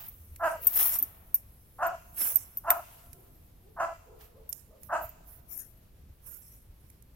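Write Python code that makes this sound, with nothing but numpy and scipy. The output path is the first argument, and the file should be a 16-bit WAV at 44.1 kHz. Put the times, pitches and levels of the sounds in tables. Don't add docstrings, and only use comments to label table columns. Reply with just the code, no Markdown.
import sys
import numpy as np
from scipy import signal
from scipy.fft import rfft, irfft, next_fast_len
from scipy.io import wavfile
from scipy.ndimage import uniform_filter1d, map_coordinates

SR = 44100
rng = np.random.default_rng(int(sys.argv[2]) if len(sys.argv) > 2 else 0)


def int16_out(signal):
    q = np.round(np.clip(np.atleast_2d(signal).T, -1, 1) * 32767)
    wavfile.write(sys.argv[1], SR, q.astype(np.int16))


N = 315315


def amp(db):
    return 10 ** (np.asarray(db) / 20)


def unit(x):
    return x / np.sqrt(np.mean(x ** 2) + 1e-20)


def along(points, hz):
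    point_hz, values = np.transpose(points)
    return np.interp(np.log(hz + 1), np.log(point_hz + 1), values)


def filtered(x, response):
    n = x.shape[-1]
    padded = next_fast_len(n + 4096)
    spectrum = rfft(x, padded) * response(np.fft.rfftfreq(padded, 1 / SR))
    return irfft(spectrum, padded)[..., :n]


def noise(spectrum, n, alike):
    middle, side = filtered(rng.standard_normal((2, n)), lambda hz: amp(along(spectrum, hz)))
    turn = np.arccos(np.clip(alike, -1, 1)) / 2
    return unit(np.cos(turn) * middle + np.sin(turn) * np.array([side, -side]))


def wobble(rate, n):
    knots = rng.standard_normal(int(n * rate / SR) + 4)
    return map_coordinates(knots, [np.arange(n) * rate / SR])


def patchy(x, depth_db, size=(3, 9)):
    z = signal.stft(x, nperseg=512)[2]
    field = uniform_filter1d(rng.standard_normal(z.shape[1:]), size[0], 0)
    field = uniform_filter1d(field, size[1], 1)
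    shifted = signal.istft(z * amp(depth_db * unit(field)), nperseg=512)[1]
    return unit(shifted[:, :x.shape[-1]])


def panned(left_minus_right_db):
    return unit(amp([[left_minus_right_db / 2], [-left_minus_right_db / 2]]))


def add(track, start_s, x):
    start = round(start_s * SR)
    x = x[..., max(-start, 0):max(N - start, 0)]
    start = max(start, 0)
    track[..., start:start + x.shape[-1]] += x


def reverb(x, t60s):
    hz, t, z = signal.stft(rng.standard_normal((2, SR)), SR, nperseg=256)
    fade = amp(-60 * t / along(t60s, hz)[:, None])
    tail = signal.istft(z * fade, SR, nperseg=256)[1]
    return signal.fftconvolve(np.atleast_2d(x), tail / np.linalg.norm(tail[0]), axes=1)[:, :N]


# share_of_bark [0-1], level_db
BARK_SWELL = [(0, -11.5), (.2, -13), (.55, -1.5), (.9, -2.5), (1, -3)]
# freq_hz, level_db
THROAT_TONE = [(200, -25), (340, -27.5), (480, -21), (610, -2), (690, 1.5), (810, -0.5), (970, -5.5),
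               (1350, -6), (1680, -11), (1900, -21), (2300, -31), (2750, -27.5), (3600, -51.5), (7000, -28),
               (13000, -42)]
MOUTH_TRAVEL = (.8, 1.05)


def bark(length, pitches, rough, mouth_hz, mouth_db=6, flutter_db=1.83, release_s=0.011, doubling=0.38):
    t = np.arange(int(.16 * SR)) / SR
    n = len(t)
    u = t / length

    waver = (.015 + .09 * rough) * wobble(85, n) + .05 * rough * wobble(400, n)
    pitch_hz = np.interp(u, [0, .68, 1], pitches) * (1 + waver)
    phase = 2 * np.pi * np.cumsum(pitch_hz) / SR
    folds = unit(sum(np.cos(k * phase - 0.421 * k * k) for k in range(1, 16)))
    folds = folds * (1 + doubling * rough * np.cos(phase / 2))
    air = unit(rng.standard_normal(n) * (1 + np.cos(phase)))

    mouths = mouth_hz * np.array(MOUTH_TRAVEL)[:, None]
    opened = np.clip(1.3 * u, 0, 1)

    def throat(hz):
        return amp(along(THROAT_TONE, hz) + mouth_db / (1 + ((hz - mouths) / 150) ** 2))

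    def shaped(x):
        return unit((filtered(x, throat) * [1 - opened, opened]).sum(0))

    air_share = np.clip(rough * (1.3 - u), .02, .95)
    voice = np.sqrt(1 - air_share) * shaped(folds) + np.sqrt(air_share) * shaped(air)

    dull = filtered(voice, lambda hz: 1 / (1 + (hz / 2150) ** 12))
    voice = dull + (voice - dull) * np.clip(3.3 * u - .8, 0, 1.2)

    low = filtered(voice, lambda hz: 1 / (1 + (hz / 820) ** 8))
    voice = voice - .45 * np.clip(1 - 2 * u, 0, 1) * low

    swell_db = np.interp(u, *np.transpose(BARK_SWELL))
    release_db = -20 * np.maximum(t - length, 0) / release_s
    onset = np.minimum(t / .014, 1)
    return voice * amp(swell_db + release_db + flutter_db * wobble(150, n)) * onset


# start_s, level_db, top_pitch_hz (before waver), opening_pitch [share of the top],
# roughness [0-1], mouth_hz (before the jaw moves it)
DOG_BARKS = [(.394, -24, 336.3, .97, .25, 1430), (1.783, -24.5, 354.6, .75, 0.4, 1350),
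             (2.637, -27.5, 350.1, .82, .45, 1240), (3.762, -27.5, 338.2, .82, .55, 1270),
             (4.887, -28, 344, .9, 0.5, 1450)]
# delay_s, level_db, dullness_db_per_octave (from 700 to 2800 Hz; negative brightens)
WALL_ECHOES = [(.012, -10.5, -1.5), (.027, -10, -1), (.046, -10.5, 1.5), (.062, -14, 3.5), (.082, -9, 9.5),
               (.115, -27.5, -5.5)]
# freq_hz, level_db
LEAF_TONE = [(500, -4.5), (1500, -19.5), (2200, 2), (4000, 3), (9000, -4.5)]
# freq_hz, t60_s
LEAF_DECAY = [(500, 0.23), (2000, 0.6), (7000, 1)]
# freq_hz, t60_s
GARDEN_DECAY = [(200, 5.4), (800, 1.72), (2000, 1.34), (6000, 0.61), (14000, 0.48)]
BARK_S, CLOSING_SHARE = 0.0862, .93


def dog(lead_s=.00007, garden_db=-25):
    direct = np.zeros(N)
    for start_s, level_db, top_hz, opening, rough, mouth_hz in DOG_BARKS:
        pitches = top_hz * np.array([opening, 1, CLOSING_SHARE])
        add(direct, start_s, amp(level_db) * bark(BARK_S, pitches, rough, mouth_hz))

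    heard = filtered(direct, lambda hz: np.exp(1j * np.pi * hz * lead_s * np.array([[1], [-1]])))
    for delay_s, level_db, dull_db in WALL_ECHOES:
        echo = filtered(direct, lambda hz: amp(
            level_db - dull_db * np.clip(np.log2(hz / 700 + 1e-6), 0, 2)))
        for ear in heard:
            add(ear, delay_s + rng.uniform(-.0004, .0004), echo)

    scatter = reverb(filtered(direct, lambda hz: amp(along(LEAF_TONE, hz))), LEAF_DECAY)
    return heard + scatter + amp(garden_db) * reverb(direct, GARDEN_DECAY)


# start_s, pitch_hz (before its arch and wobble), level_db (before the direct and wash gains)
DISTANT_BARKS = [(0.561, 475, -57.5), (3.13, 388, -62), (3.27, 312.7, -69.5), (3.618, 412.5, -62),
                 (4.051, 451.7, -55), (4.322, 486, -58), (4.67, 539, -60)]
FAR_BARK_S = 0.119


def far_dog(overtone_db=-12, direct_db=-4, wash_db=-3):
    hoots = np.zeros(N)
    n = int(FAR_BARK_S * SR)
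    arch = np.sin(np.pi * np.arange(n) / n)
    for start_s, pitch_hz, level_db in DISTANT_BARKS:
        glide_hz = pitch_hz * (.92 + 0.097 * arch + .11 * wobble(160, n))
        phase = 2 * np.pi * np.cumsum(glide_hz) / SR
        hoot = unit(np.sin(phase) + amp(overtone_db) * np.sin(2 * phase))
        add(hoots, start_s, amp(level_db) * arch * hoot)
    return amp(direct_db) * hoots + amp(wash_db) * reverb(hoots, [(300, 0.97), (1200, 0.32)])


# (tilts the hiss about 11500 Hz; positive lifts the top, negative the bottom)
BRUSH_STROKES = [(0, .11, -39.5, -13, -3.5, 13.5), (.46, .11, -46.5, -26, -5, -4.5),
                 (.635, 0.27, -33.5, -17.5, 3, 12), (0.764, 0.16, -17.5, -20.5, 3, 4.5),
                 (.935, .045, -24.5, -18, 2, 2.5), (2.195, 0.14, -22.5, -22, -4.5, 0.5),
                 (2.375, .09, -45, -29, -7.5, -5), (2.72, .085, -43.5, -17, -1, 4),
                 (2.839, 0.26, -66, 6.5, -3.5, 2), (4.21, .07, -53.5, -4.5, -8.5, 5),
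                 (4.527, .095, -49, -32.5, -15.5, -4.5), (4.836, 0.061, -48, -19.5, -18.5, 2),
                 (5.027, 0.048, -39, -24, -6, 9.5), (5.279, .12, -49.5, -21, -9.5, 3),
                 (5.515, 0.14, -39, -40.5, 10.5, -1.5), (6.264, 0.15, -42, -32, -13, 0.5),
                 (6.427, 0.19, -53.5, -31, -1.5, -4.5), (6.801, .2, -63, -20.5, -6, -3)]
# share_of_stroke [0-1], level_db
STROKE_PRESSURE = [(0, -2.5), (.33, -2.5), (.6, -2), (1, -12.5)]
# freq_hz, level_db
HISS_TONE = [(2500, -21), (4300, -51), (5300, -13), (6500, -14.5), (7600, -15), (9000, -8.5), (10500, -5),
             (11700, 1.5), (13300, 0), (15600, -6)]
# freq_hz, level_db
SCRAPE_TONE = [(150, -25), (450, -13), (800, -3), (1150, -4.5), (1800, -8), (2700, -8), (4000, -12),
               (7000, -14.5)]
TOUCH_DB_PER_S, LIFT_DB_PER_S = 512.5, 268
CRACKLES_PER_S, CRACKLE_DB = 100, -12.5


def brushing(grain_db=1.45, wash_db=-13):
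    hisses, scrapes = np.zeros((2, 2, N))
    t = np.arange(-SR // 10, SR // 2) / SR
    n = len(t)
    for start_s, length_s, level_db, scrape_db, pan_db, bright_db in BRUSH_STROKES:
        press_db = np.interp(t / length_s, *np.transpose(STROKE_PRESSURE))
        touch_db = TOUCH_DB_PER_S * np.minimum(t, 0)
        lift_db = -LIFT_DB_PER_S * np.maximum(t - length_s, 0)
        pressure = amp(press_db + touch_db + lift_db + grain_db * wobble(170, n))

        hiss = filtered(noise(HISS_TONE, n, 0.11),
                        lambda hz: amp(bright_db * np.clip((hz - 11500) / 3000, -1, 1)))
        hiss = patchy(hiss, depth_db=5.5)
        add(hisses, start_s + t[0], amp(level_db) * pressure * panned(pan_db) * hiss)

        catches = (rng.random(n) < CRACKLES_PER_S / SR) * rng.standard_normal((2, n))
        crackle = unit(filtered(catches, lambda hz: amp(along(SCRAPE_TONE, hz))))
        rasp = patchy(noise(SCRAPE_TONE, n, .25), depth_db=2)
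        scrape = rasp + amp(CRACKLE_DB) * crackle
        surges_db = 2.2 * wobble(60, n)
        add(scrapes, start_s + t[0], pressure * amp(level_db + scrape_db + surges_db) * scrape)
    return hisses + scrapes + amp(wash_db) * reverb(scrapes, GARDEN_DECAY)


# (control for modes below 11000 Hz, offset and scaled when played)
FITTING_CLINKS = [(0.084, -31, 3, -28), (.6455, -27, 10, -31), (.669, -3.5, 9, -10), (0.9871, -13, -7, -18),
                  (1.0255, -11.5, -1.5, -39), (1.3435, -7.5, 0.5, -27), (1.8668, -27, -4, -3.5),
                  (2.357, -5.5, -7.5, -13), (2.5719, -19, 0, -47), (2.703, -5.5, -2.5, -6.5),
                  (4.4918, -23.5, 0.5, -29.5), (5.0909, -33.5, -8, -44)]
# freq_hz, level_db (relative, before scatter), t60_s
METAL_MODES = [(8270, -14.5, 0.023), (9150, -27, 0.038), (10750, -27, 0.026), (12100, -5, 0.033),
               (13100, -15.5, .02), (13340, -8, .016), (13900, 2, 0.028), (14060, 1, 0.029),
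               (14180, -2.5, .02)]
REBOUND_S, REBOUND_DB = .0095, -8.5


def clinks(ring_db=7.02, chatter_db=-6, chatter_t60=0.0069, rattle_db=-30.02, rattle_t60=0.19, attack_s=0.0018):
    out = np.zeros((2, N))
    t = np.arange(SR // 5) / SR
    mode_hz, mode_db, mode_t60 = np.transpose(METAL_MODES)[:, :, None]
    for start_s, level_db, pan_db, low_db in FITTING_CLINKS:
        for delay_s, loss_db in (0, 0), (REBOUND_S, REBOUND_DB):
            scatter_db = rng.normal(0, 3, (2, len(METAL_MODES), 1))
            low_ring_db = (mode_hz < 11000) * (low_db + 10.5) * 0.74
            strength = amp(mode_db + scatter_db + low_ring_db)
            strength = strength / np.linalg.norm(strength)
            phase = rng.random(mode_hz.shape) + rng.normal(0, 0.32, strength.shape)
            modes = strength * amp(-60 * t / mode_t60) * np.sin(2 * np.pi * (mode_hz * t + phase))

            chatter_fade = amp(chatter_db - 60 * t / chatter_t60)
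            rattle_fade = amp(rattle_db - 60 * t / rattle_t60)
            chatter = (chatter_fade + rattle_fade) * noise(HISS_TONE, len(t), 0.21)
            contact = (amp(ring_db) * modes.sum(1) + chatter) * (1 - np.exp(-t / attack_s))
            add(out, start_s + delay_s, amp(level_db + loss_db) * panned(pan_db) * contact)
    return out


# start_s, level_db (before the snap gain), left_minus_right_db,
# knock_db (against the crack, before the body gain)
DRY_SNAPS = [(.3601, -36, -3, -9.5), (1.3433, -30, 4, -7.5), (2.3575, -25.5, -12.5, -36),
             (2.7035, -14.5, 9, -4), (3.1303, -34.5, -21, -13), (4.5271, -18.5, -18.5, -27),
             (4.8322, -36.5, -1, -18), (6.9002, -44, -4.5, -11), (7.0229, -44.5, -15.5, -25)]
# freq_hz, level_db
CRACK_TONE = [(1000, -34), (4000, -14), (6200, 0.5), (9000, 3), (12000, 11), (16000, -6)]
# freq_hz, level_db
KNOCK_TONE = [(200, -16.5), (700, -25), (2300, 5), (2900, -9), (4300, -6.5), (7000, -33)]


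def snaps(t60=0.017, snap_db=1, body_db=-2, attack_s=0.0012):
    out = np.zeros((2, N))
    t = np.arange(SR // 20) / SR
    for start_s, level_db, pan_db, knock_db in DRY_SNAPS:
        knock = amp(knock_db + body_db) * noise(KNOCK_TONE, len(t), 0.38)
        crack = noise(CRACK_TONE, len(t), 0.043) + knock
        envelope = amp(level_db + snap_db - 60 * t / t60) * (1 - np.exp(-t / attack_s))
        add(out, start_s, envelope * panned(pan_db) * crack)
    return out


# start_s, length_s, pitch_hz (centre of the noise band), level_db
SOFT_BUMPS = [(0.121, 0.32, 71, -47), (1.002, 0.052, 253, -52.5), (5.039, 0.03, 61, -42),
              (6.092, 0.036, 65, -46), (6.682, 0.054, 57, -47.5)]


def bumps(width=0.36):
    out = np.zeros(N)
    for start_s, length_s, pitch_hz, level_db in SOFT_BUMPS:
        n = int(length_s * SR)
        thud = filtered(rng.standard_normal(SR),
                        lambda hz: np.exp(-(np.log((hz + 1) / pitch_hz) / width) ** 2))[:n]
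        add(out, start_s, amp(level_db) * np.hanning(n) * unit(thud))
    return out


# freq_hz, level_db
RUMBLE_TONE = [(15, -10.5), (30, -2.5), (60, 0.5), (85, -4), (120, -7.5), (180, -14.5), (260, -19),
               (500, -29), (1000, -74)]
# freq_hz, level_db
AIR_TONE = [(150, -35), (300, -8.5), (500, -3), (800, -9), (1500, -13.5), (3000, -16), (4500, -18),
            (6500, -22), (9000, -22), (14000, -51.5)]
# time_s, level_db
HIGH_HISS_LEVEL = [(0, -58), (1.101, -61.5), (1.6, -62.5), (2.901, -56.5), (3.7, -68.5), (7.15, -69)]


def outdoors(rumble_db=-57, air_db=-70):
    rumble = amp(rumble_db + 1.3 * wobble(13, N)) * noise(RUMBLE_TONE, N, 0.96)
    air = amp(air_db + 0.86 * wobble(35, N)) * noise(AIR_TONE, N, 0.13)
    high_db = np.interp(np.arange(N) / SR, *np.transpose(HIGH_HISS_LEVEL))
    high_hiss = patchy(noise(HISS_TONE, N, 0.025), depth_db=4.0)
    return rumble + air + amp(high_db + 0.42 * wobble(21, N)) * high_hiss


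# freq_hz, t60_s
NEARBY_DECAY = [(200, 0.136), (14000, 0.7)]


def scene(nearby_db=-17, garden_db=-34):
    close = brushing() + snaps()
    close = close + amp(nearby_db) * reverb(close, NEARBY_DECAY) + amp(garden_db) * reverb(close, GARDEN_DECAY)
    return dog() + far_dog() + close + clinks() + bumps() + outdoors()


def record(dry, top_hz=15900):
    return filtered(dry, lambda hz: hz < top_hz)


dry = scene()
out = record(dry)
int16_out(out)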